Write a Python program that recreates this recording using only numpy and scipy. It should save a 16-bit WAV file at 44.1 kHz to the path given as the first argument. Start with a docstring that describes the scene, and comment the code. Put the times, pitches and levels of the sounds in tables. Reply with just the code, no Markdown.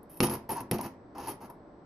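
"""Coins are slid along and dropped one at a time into a plastic hopper in a small room.
Each impact excites the damped modes of the plastic and the coin: a thump, a click, a high ring.
Between landings the coins skid and chatter, and friction drives a hollow resonance.
The microphone is close, a little to the left of the hopper, over faint room noise and hum."""
import sys
import numpy as np
from scipy import signal
from scipy.fft import rfft, irfft
from scipy.io import wavfile

SR = 44100
rng = np.random.default_rng(int(sys.argv[2]) if len(sys.argv) > 2 else 0)


def wav_out(sig):
    """Save sig, one row per channel (or a flat mono array), as 16-bit PCM at SR to the path in sys.argv[1]."""
    wavfile.write(sys.argv[1], SR, np.round(np.clip(np.atleast_2d(sig).T, -1, 1) * 32767).astype(np.int16))


N = 81585


def amp(db):
    """Decibels to amplitude ratio."""
    return 10 ** (np.asarray(db) / 20)


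def unit(x):
    """Normalisation to rms 1."""
    return x / np.sqrt(np.mean(x ** 2) + 1e-20)


def read(points, hz):
    """Interpolation on a log-frequency axis."""
    f, value = np.transpose(points)
    return np.interp(np.log(hz + 1), np.log(f + 1), value)


def add(mix, start_s, sound):
    """Superposition of a delayed sound."""
    part = mix[max(round(start_s * SR), 0):][:len(sound)]
    part += sound[:len(part)]


def colour(x, spectrum, size=4096):
    """Minimum-phase filtering that preserves the power of white noise."""
    gain = unit(amp(read(spectrum, abs(np.fft.fftfreq(size, 1 / SR)))))
    log_response = np.conj(signal.hilbert(np.log(gain + 1e-6)))
    impulse = np.fft.ifft(np.exp(log_response)).real
    return signal.fftconvolve(x, impulse[:size // 2])[:len(x)]


def pair(a, b, correlation):
    """Partial coherence: two channels mixed from independent signals."""
    same = np.clip(read(correlation, np.fft.rfftfreq(len(a), 1 / SR)), -1, 1)
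    return np.array([a, irfft(same * rfft(a) + np.sqrt(1 - same ** 2) * rfft(b), len(a))])


def burst(t, decay_s):
    """Exponentially decaying noise with the same energy in every draw."""
    env = np.exp(-t / decay_s)
    noise = env * rng.standard_normal(len(t))
    return noise * np.linalg.norm(env) / np.linalg.norm(noise)


def drift(t, rate_hz):
    """Random modulation: low-pass noise of rms 1."""
    hz = np.fft.rfftfreq(len(t), 1 / SR)
    return unit(irfft(rfft(rng.standard_normal(len(t))) / (1 + (hz / rate_hz) ** 4), len(t)))


def stroke(t, length, rise_s, fall_s):
    """Envelope with linear attack, hold and exponential release."""
    return np.minimum(t / rise_s, 1) * np.exp(-np.maximum(t - length, 0) / fall_s)


# room noise spectrum (frequency [Hz], relative level [dB])
NOISE_SPECTRUM = [(20, -13), (60, -9.5), (130, -8), (200, -5.5), (330, -4), (500, -8.5), (1000, -14),
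                  (1300, -20.5), (1900, -27.5), (2800, -42), (4200, -40.5), (6000, -46), (7000, -66.5),
                  (14000, -71.5)]
# left-right likeness of the noise (frequency [Hz], correlation [ratio])
NOISE_CORRELATION = [(25, 0.74), (80, 0.93), (300, 0.96), (600, 0.79), (1200, 0.28), (8000, 0.313)]
def background():
    """Stationary low room noise, with two pure tones: a hum and an electrical whine."""
    shape = amp(read(NOISE_SPECTRUM, np.fft.rfftfreq(N, 1 / SR)))
    noise = irfft(rfft(rng.standard_normal((2, N))) * shape, N)
    phase_per_hz = 2 * np.pi * np.arange(N) / SR
    hum = amp(-62) * np.sin(584 * phase_per_hz)
    whine = amp(-67.5) * np.sin(7910 * phase_per_hz)
    return amp(-51) * unit(pair(*noise, NOISE_CORRELATION)) + hum + whine


# modes of the hopper (frequency [Hz], relative level [dB], T60 [s])
HOPPER_MODES = [(127.6, -5.5, 0.16), (217.7, -3, 0.4), (269.5, -3.5, .17), (358, -10, 0.35),
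                (401, -7.5, 0.25), (498, -8.5, 0.17), (687, -16.5, 0.44), (834, -8, 0.068),
                (898, -11, 0.17), (1230, -14.5, 0.14)]
def hopper_knock(t, push_s=0.0006, flex_s=0.00058, rebound_s=0.0082):
    """Elastic response: the hopper's floor gives way and springs back while its modes decay."""
    modes = sum(amp(db - 60 * t / t60) * np.sin(2 * np.pi * hz * t) for hz, db, t60 in HOPPER_MODES)
    modes *= 1 - np.exp(-t / push_s)
    u, v = t / flex_s, np.maximum(t - rebound_s, 0) / flex_s
    flex = u * (2 - u) * np.exp(-u)
    rebound = amp(-1) * v * (2 - v) * np.exp(-v)
    return amp(-7.5) * modes + amp(6.52) * (flex + rebound)


def clink(t, count=6, low_hz=9400, high_hz=12000, decay_s=.004):
    """Impulse response of one coin: a direct click and a few brief high partials."""
    hz, phase = rng.uniform(low_hz, high_hz, (count, 1)), rng.random((count, 1))
    partials = np.sin(2 * np.pi * (hz * t + phase)).sum(0) * np.exp(-t / decay_s)
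    band_share, gain = (high_hz - low_hz) / (SR / 2), amp(-2)
    response = gain * np.sqrt(band_share) * partials / np.linalg.norm(partials)
    response[0] += 1
    return response / np.sqrt(1 + gain ** 2)


# resonances of coins rubbing together (frequency [Hz], relative level [dB])
CLANK_MODES = [(2557, -2), (3252, -3), (3760, -2), (4600, -6), (5412, 2), (5900, -1.5)]
def clank(force, width_hz=140):
    """Forced vibration: contact drives the coins' midrange resonances."""
    t = np.arange(SR // 8) / SR
    ring = sum(amp(db) * np.sin(2 * np.pi * hz * t) for hz, db in CLANK_MODES)
    ring *= np.exp(-np.pi * width_hz * t)
    return signal.fftconvolve(force, ring / np.linalg.norm(ring))[:N]


# spectra of thump, clack and a coin's face (frequency [Hz], relative level [dB])
THUMP_SPECTRUM = [(20, -34.5), (60, -22.5), (130, 5.5), (260, 8.5), (480, -5), (900, -8.5), (1500, -23),
                  (3000, -67.5)]
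CLACK_SPECTRUM = [(100, -21.5), (800, 4), (1700, -6), (2500, 5), (3600, -7.5), (5500, -2.5), (7000, -11.5),
                  (9000, -2), (13000, -10)]
METAL_SPECTRUM = [(1000, -47), (7000, -33), (9000, -2), (10000, -1), (10800, 1), (11100, -3), (11550, -1),
                  (12300, -1), (13200, -4.5)]
# coin impacts (time [s], thump level [dB], clack level [dB], tick level [dB])
IMPACTS = [(0.031, -53, -76, -46.5), (.172, -63, -56, -34), (0.2043, -16.5, -14.5, -26),
           (0.2124, -24.5, -37, -38.5), (0.219, -26.5, -41, -30.5), (0.2353, -25, -31, -33.5),
           (0.269, -41, -35.5, -31), (0.2975, -28.5, -31.5, -38), (0.337, -40.5, -41, -26.5),
           (0.4935, -33.5, -38, -39), (.505, -49.5, -38.5, -24.5), (0.519, -43.5, -41.5, -27.5),
           (0.569, -47, -57, -30.5), (0.605, -41, -41.5, -29), (0.6134, -36.5, -62.5, -36.5),
           (.713, -21.5, -22, -17), (.7215, -22.5, -34, -44.5), (0.785, -53.5, -33.5, -34.5),
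           (0.812, -38.5, -34, -27.5), (1.182, -58, -45, -39), (1.2725, -38, -38.5, -32.5),
           (1.283, -43, -43, -27), (1.293, -38, -41, -32.5), (1.3, -38.5, -57.5, -29),
           (1.418, -50.5, -58, -45.5), (1.5, -66, -53.5, -45.5)]
def impacts(thump_s=0.0075, click_s=0.0018):
    """Impulsive excitation: each landing gives a knock, a dull thump, a clack and a metallic tick."""
    t = np.arange(SR // 2) / SR
    knock = hopper_knock(t)
    plastic, thump, clack, tick = np.zeros((4, N))
    for start, thump_db, clack_db, tick_db in IMPACTS:
        add(plastic, start, amp(thump_db) * knock)
        add(thump, start, amp(thump_db - 3.5) * burst(t, thump_s))
        add(clack, start, amp(clack_db) * burst(t, click_s))
        add(tick, start, amp(tick_db) * signal.fftconvolve(burst(t, click_s), clink(t)))
    metal = amp(-21.5) * clank(clack) + colour(tick, METAL_SPECTRUM)
    return plastic + colour(thump, THUMP_SPECTRUM) + colour(clack, CLACK_SPECTRUM) + metal


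# resonances under a skidding coin (frequency [Hz], bandwidth [Hz], relative level [dB])
HOLLOW_MODES = [(690, 23, -6), (828, 57, 2.5), (908, 80, 6), (987, 30, 2)]
def hollow_resonance(force):
    """Resonant filtering: the narrower a mode's bandwidth, the longer it rings."""
    t = np.arange(SR // 4) / SR
    ring = sum(amp(db) * width * np.exp(-np.pi * width * t) * np.cos(2 * np.pi * hz * t)
               for hz, width, db in HOLLOW_MODES)
    ring = signal.sosfilt(signal.butter(2, [500, 1500], "band", fs=SR, output="sos"), ring)
    return signal.fftconvolve(force, ring / np.linalg.norm(ring))[:N]


# spectra of sliding contact (frequency [Hz], relative level [dB])
RUMBLE_SPECTRUM = [(20, -24.5), (70, -11.5), (125, -6), (350, -0.5), (520, -8.5), (800, -10), (2000, -30),
                   (9000, -99)]
SCRAPE_SPECTRUM = [(200, -39), (1100, 11), (1700, 12), (2600, 5.5), (3600, -2.5), (5000, 6), (6600, 1),
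                   (9000, -8.5), (13000, -25.5)]
# skids (time [s], duration [s], rumble [dB], hollow ring [dB], scrape [dB], clank [dB], sizzle [dB])
COIN_SKIDS = [(0.094, 0.095, -73, -65, -72, -74, -50), (0.225, 0.017, -26, -29.5, -33.5, -40, -26.5),
              (0.251, 0.016, -51, -38.5, -54, -45, -38.5), (0.294, 0.06, -37, -39, -47.5, -58.5, -37.5),
              (0.488, 0.019, -41, -37, -44.5, -67, -40.5), (0.511, 0.028, -35.5, -41, -50, -56.5, -41.5),
              (.55, 0.059, -53.5, -42.5, -52, -75, -55), (0.726, 0.03, -33, -45, -46.5, -56.5, -43.5),
              (.787, 0.023, -40.5, -40, -52, -72, -61.5), (0.825, 0.043, -39.5, -42, -50.5, -63, -45.5),
              (1.146, 0.053, -45.5, -43, -59.5, -75.5, -63),
              (1.186, 0.094, -46.5, -48.5, -53.5, -62.5, -51), (1.272, 0.035, -42, -39, -49.5, -60, -43),
              (1.304, 0.015, -51.5, -49, -59, -57, -45), (1.403, 0.057, -47.5, -48.5, -61, -74.5, -58),
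              (1.496, 0.0067, -49.5, -42.5, -77, -70.5, -53.5)]
def skids(knocks_per_s=2200, spread_db=2):
    """Friction as shot noise: a swarm of tiny random knocks drives the plastic and the metal."""
    t, forces = np.arange(SR // 4) / SR, np.zeros((5, N))
    for start, length, *levels_db in COIN_SKIDS:
        env = stroke(t, length, rise_s=0.00608, fall_s=0.0081)
        strength = amp(spread_db * np.minimum(rng.exponential(1, len(t)), 4))
        strength *= rng.random(len(t)) < knocks_per_s / SR
        knocks = [amp(db) * env * unit(strength * rng.choice([-1., 1.], len(t))) for db in levels_db]
        knocks[-1] = signal.fftconvolve(knocks[-1], clink(t))  # sizzle carries the coin's partials
        for layer, sound in zip(forces, knocks):
            add(layer, start, sound)
    rumble, hollow, scrape, rubbing, sizzle = forces
    return (colour(rumble, RUMBLE_SPECTRUM) + hollow_resonance(hollow)
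            + colour(scrape, SCRAPE_SPECTRUM) + clank(rubbing) + colour(sizzle, METAL_SPECTRUM))


# coins left ringing (time [s], frequency [Hz], level [dB])
FREE_RINGS = [(.2045, 10900, -29.5), (.229, 10680, -27.5), (.252, 10600, -32.5), (0.297, 11070, -29),
              (.492, 11660, -36.5), (.514, 10910, -28.5), (0.743, 12130, -47), (.8115, 10770, -38.5),
              (1.283, 10800, -32), (1.296, 10770, -45)]
def rings(t60_s=.12, flutter_depth=.45, flutter_hz=110):
    """Free vibration: a bouncing coin holds one high note, which flutters as it tumbles."""
    t, out = np.arange(SR // 2) / SR, np.zeros(N)
    for start, hz, db in FREE_RINGS:
        flutter = 1 + flutter_depth * (drift(t, flutter_hz) + 1j * drift(t, flutter_hz))
        tone = (flutter * np.exp(2j * np.pi * hz * t)).imag
        add(out, start, amp(db - 60 * t / t60_s) * tone)
    return out


# dull taps of a coin's rim (time [s], frequency [Hz], level [dB])
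RIM_TAPS = [(.2349, 774, -18), (.2865, 870, -25.5), (.7915, 750, -24.5), (1.605, 426, -39.5)]
def taps(rise_s=.0007):
    """Heavily damped oscillation: a rim meets the plastic with a knock of two or three cycles."""
    t, out = np.arange(SR // 20) / SR, np.zeros(N)
    env = t / rise_s * np.exp(1 - t / rise_s)
    for start, hz, db in RIM_TAPS:
        add(out, start, amp(db) * env * np.sin(2 * np.pi * hz * t))
    return out


# a coin's edge juddering on the plastic (time [s], duration [s], frequency [Hz], level [dB])
EDGE_JUDDERS = [(0.491, 0.012, 906, -29.5), (.512, 0.0073, 870, -33.5), (0.558, 0.015, 950, -34.5),
                (.574, 0.015, 940, -30), (0.599, 0.0095, 927, -39), (0.804, 0.025, 972, -42),
                (1.27, 0.006, 917, -31.5), (1.283, 0.01, 816, -34), (1.492, 0.013, 953, -45.5)]
def judders(wobble_depth=0.024, wobble_hz=91):
    """Stick-slip oscillation: a coin's edge sings briefly near the hollow resonance."""
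    t, out = np.arange(SR // 4) / SR, np.zeros(N)
    for start, length, hz, db in EDGE_JUDDERS:
        cycles = np.cumsum(hz * (1 + wobble_depth * drift(t, wobble_hz))) / SR
        env = stroke(t, length, rise_s=0.0028, fall_s=0.0032)
        add(out, start, amp(db) * env * np.sin(2 * np.pi * cycles))
    return out


# reverberation time (frequency [Hz], T60 [s])
TAIL_T60 = [(100, 0.57), (500, 0.23), (2000, 0.35), (6000, 0.24), (12000, 0.14)]
# left-right likeness of the tail (frequency [Hz], correlation [ratio])
TAIL_CORRELATION = [(100, .99), (300, .98), (600, .8), (1200, .5), (3000, .15), (6000, -.1), (12000, .25)]
# early reflections (frequency [Hz], relative level [dB])
SCATTER_SPECTRUM = [(250, -49), (500, -28), (900, -1), (3000, 10.5), (11000, 4)]
def room(x, tail_db, scatter_db=-6, delay_s=0.007):
    """Reverberation: early scatter off the desk and hopper walls, then a short diffuse tail."""
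    hz, t, noise = signal.stft(rng.standard_normal((2, SR // 2)), SR, nperseg=256)
    tail = signal.istft(noise * amp(-60 * t / read(TAIL_T60, hz)[:, None]), SR)[1]
    t = np.arange(tail.shape[1]) / SR
    build_up = np.clip(t / delay_s - 1, 0, 1)
    tail = pair(*(tail * build_up), TAIL_CORRELATION)
    scatter = np.array([colour(burst(t, decay_s=.007), SCATTER_SPECTRUM) for side in range(2)])
    response = amp(tail_db) * tail / np.linalg.norm(tail[0])
    response += amp(scatter_db) * scatter / np.linalg.norm(scatter[0])
    response[:, 0] += 1  # direct sound
    return signal.fftconvolve(x[None], response, axes=1)[:, :N]


# stereo balance (frequency [Hz], left minus right level [dB])
BALANCE = [(200, .1), (500, .2), (950, 1.4), (2800, -2.4), (5500, -2.9), (11000, -1.1)]
# lag of the left side (frequency [Hz], phase [rad])
LEFT_PHASE_LAG = [(450, 0), (950, .37), (3000, .37), (5500, .5), (11000, 1.25)]
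def scene():
    """Localisation by level and phase: the coins' sound reaches the right side slightly earlier."""
    struck = room(impacts() + taps() + judders(), tail_db=-13)
    sustained = room(rings() + skids(), tail_db=-9)
    left, right = rfft(struck + sustained)
    hz = np.fft.rfftfreq(N, 1 / SR)
    lean = amp(read(BALANCE, hz) / 2)
    lag = np.exp(-1j * read(LEFT_PHASE_LAG, hz))
    return irfft(np.array([left * lean * lag, right / lean]), N) + background()


# microphone response (frequency [Hz], gain [dB])
MIC_RESPONSE = [(7000, -2), (7600, -21.5), (8400, -23.5), (9100, -5), (12400, 0.5), (13000, -29.5),
                (14000, -38)]
def record(dry, cutoff_hz=13910):
    """Linear filtering: the microphone's deep treble notch, then a low-pass band limit."""
    pad = SR // 10
    padded = np.pad(dry, ((0, 0), (pad, pad)), "reflect", reflect_type="odd")
    size = padded.shape[1]
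    gain = amp(read(MIC_RESPONSE, np.fft.rfftfreq(size, 1 / SR)))
    coloured = irfft(rfft(padded) * gain, size)
    lowpass = signal.firwin(255, cutoff_hz, window=("kaiser", 9), fs=SR)
    return signal.oaconvolve(coloured, lowpass[None], "same")[:, pad:pad + N]


dry = scene()
out = record(dry)
wav_out(out)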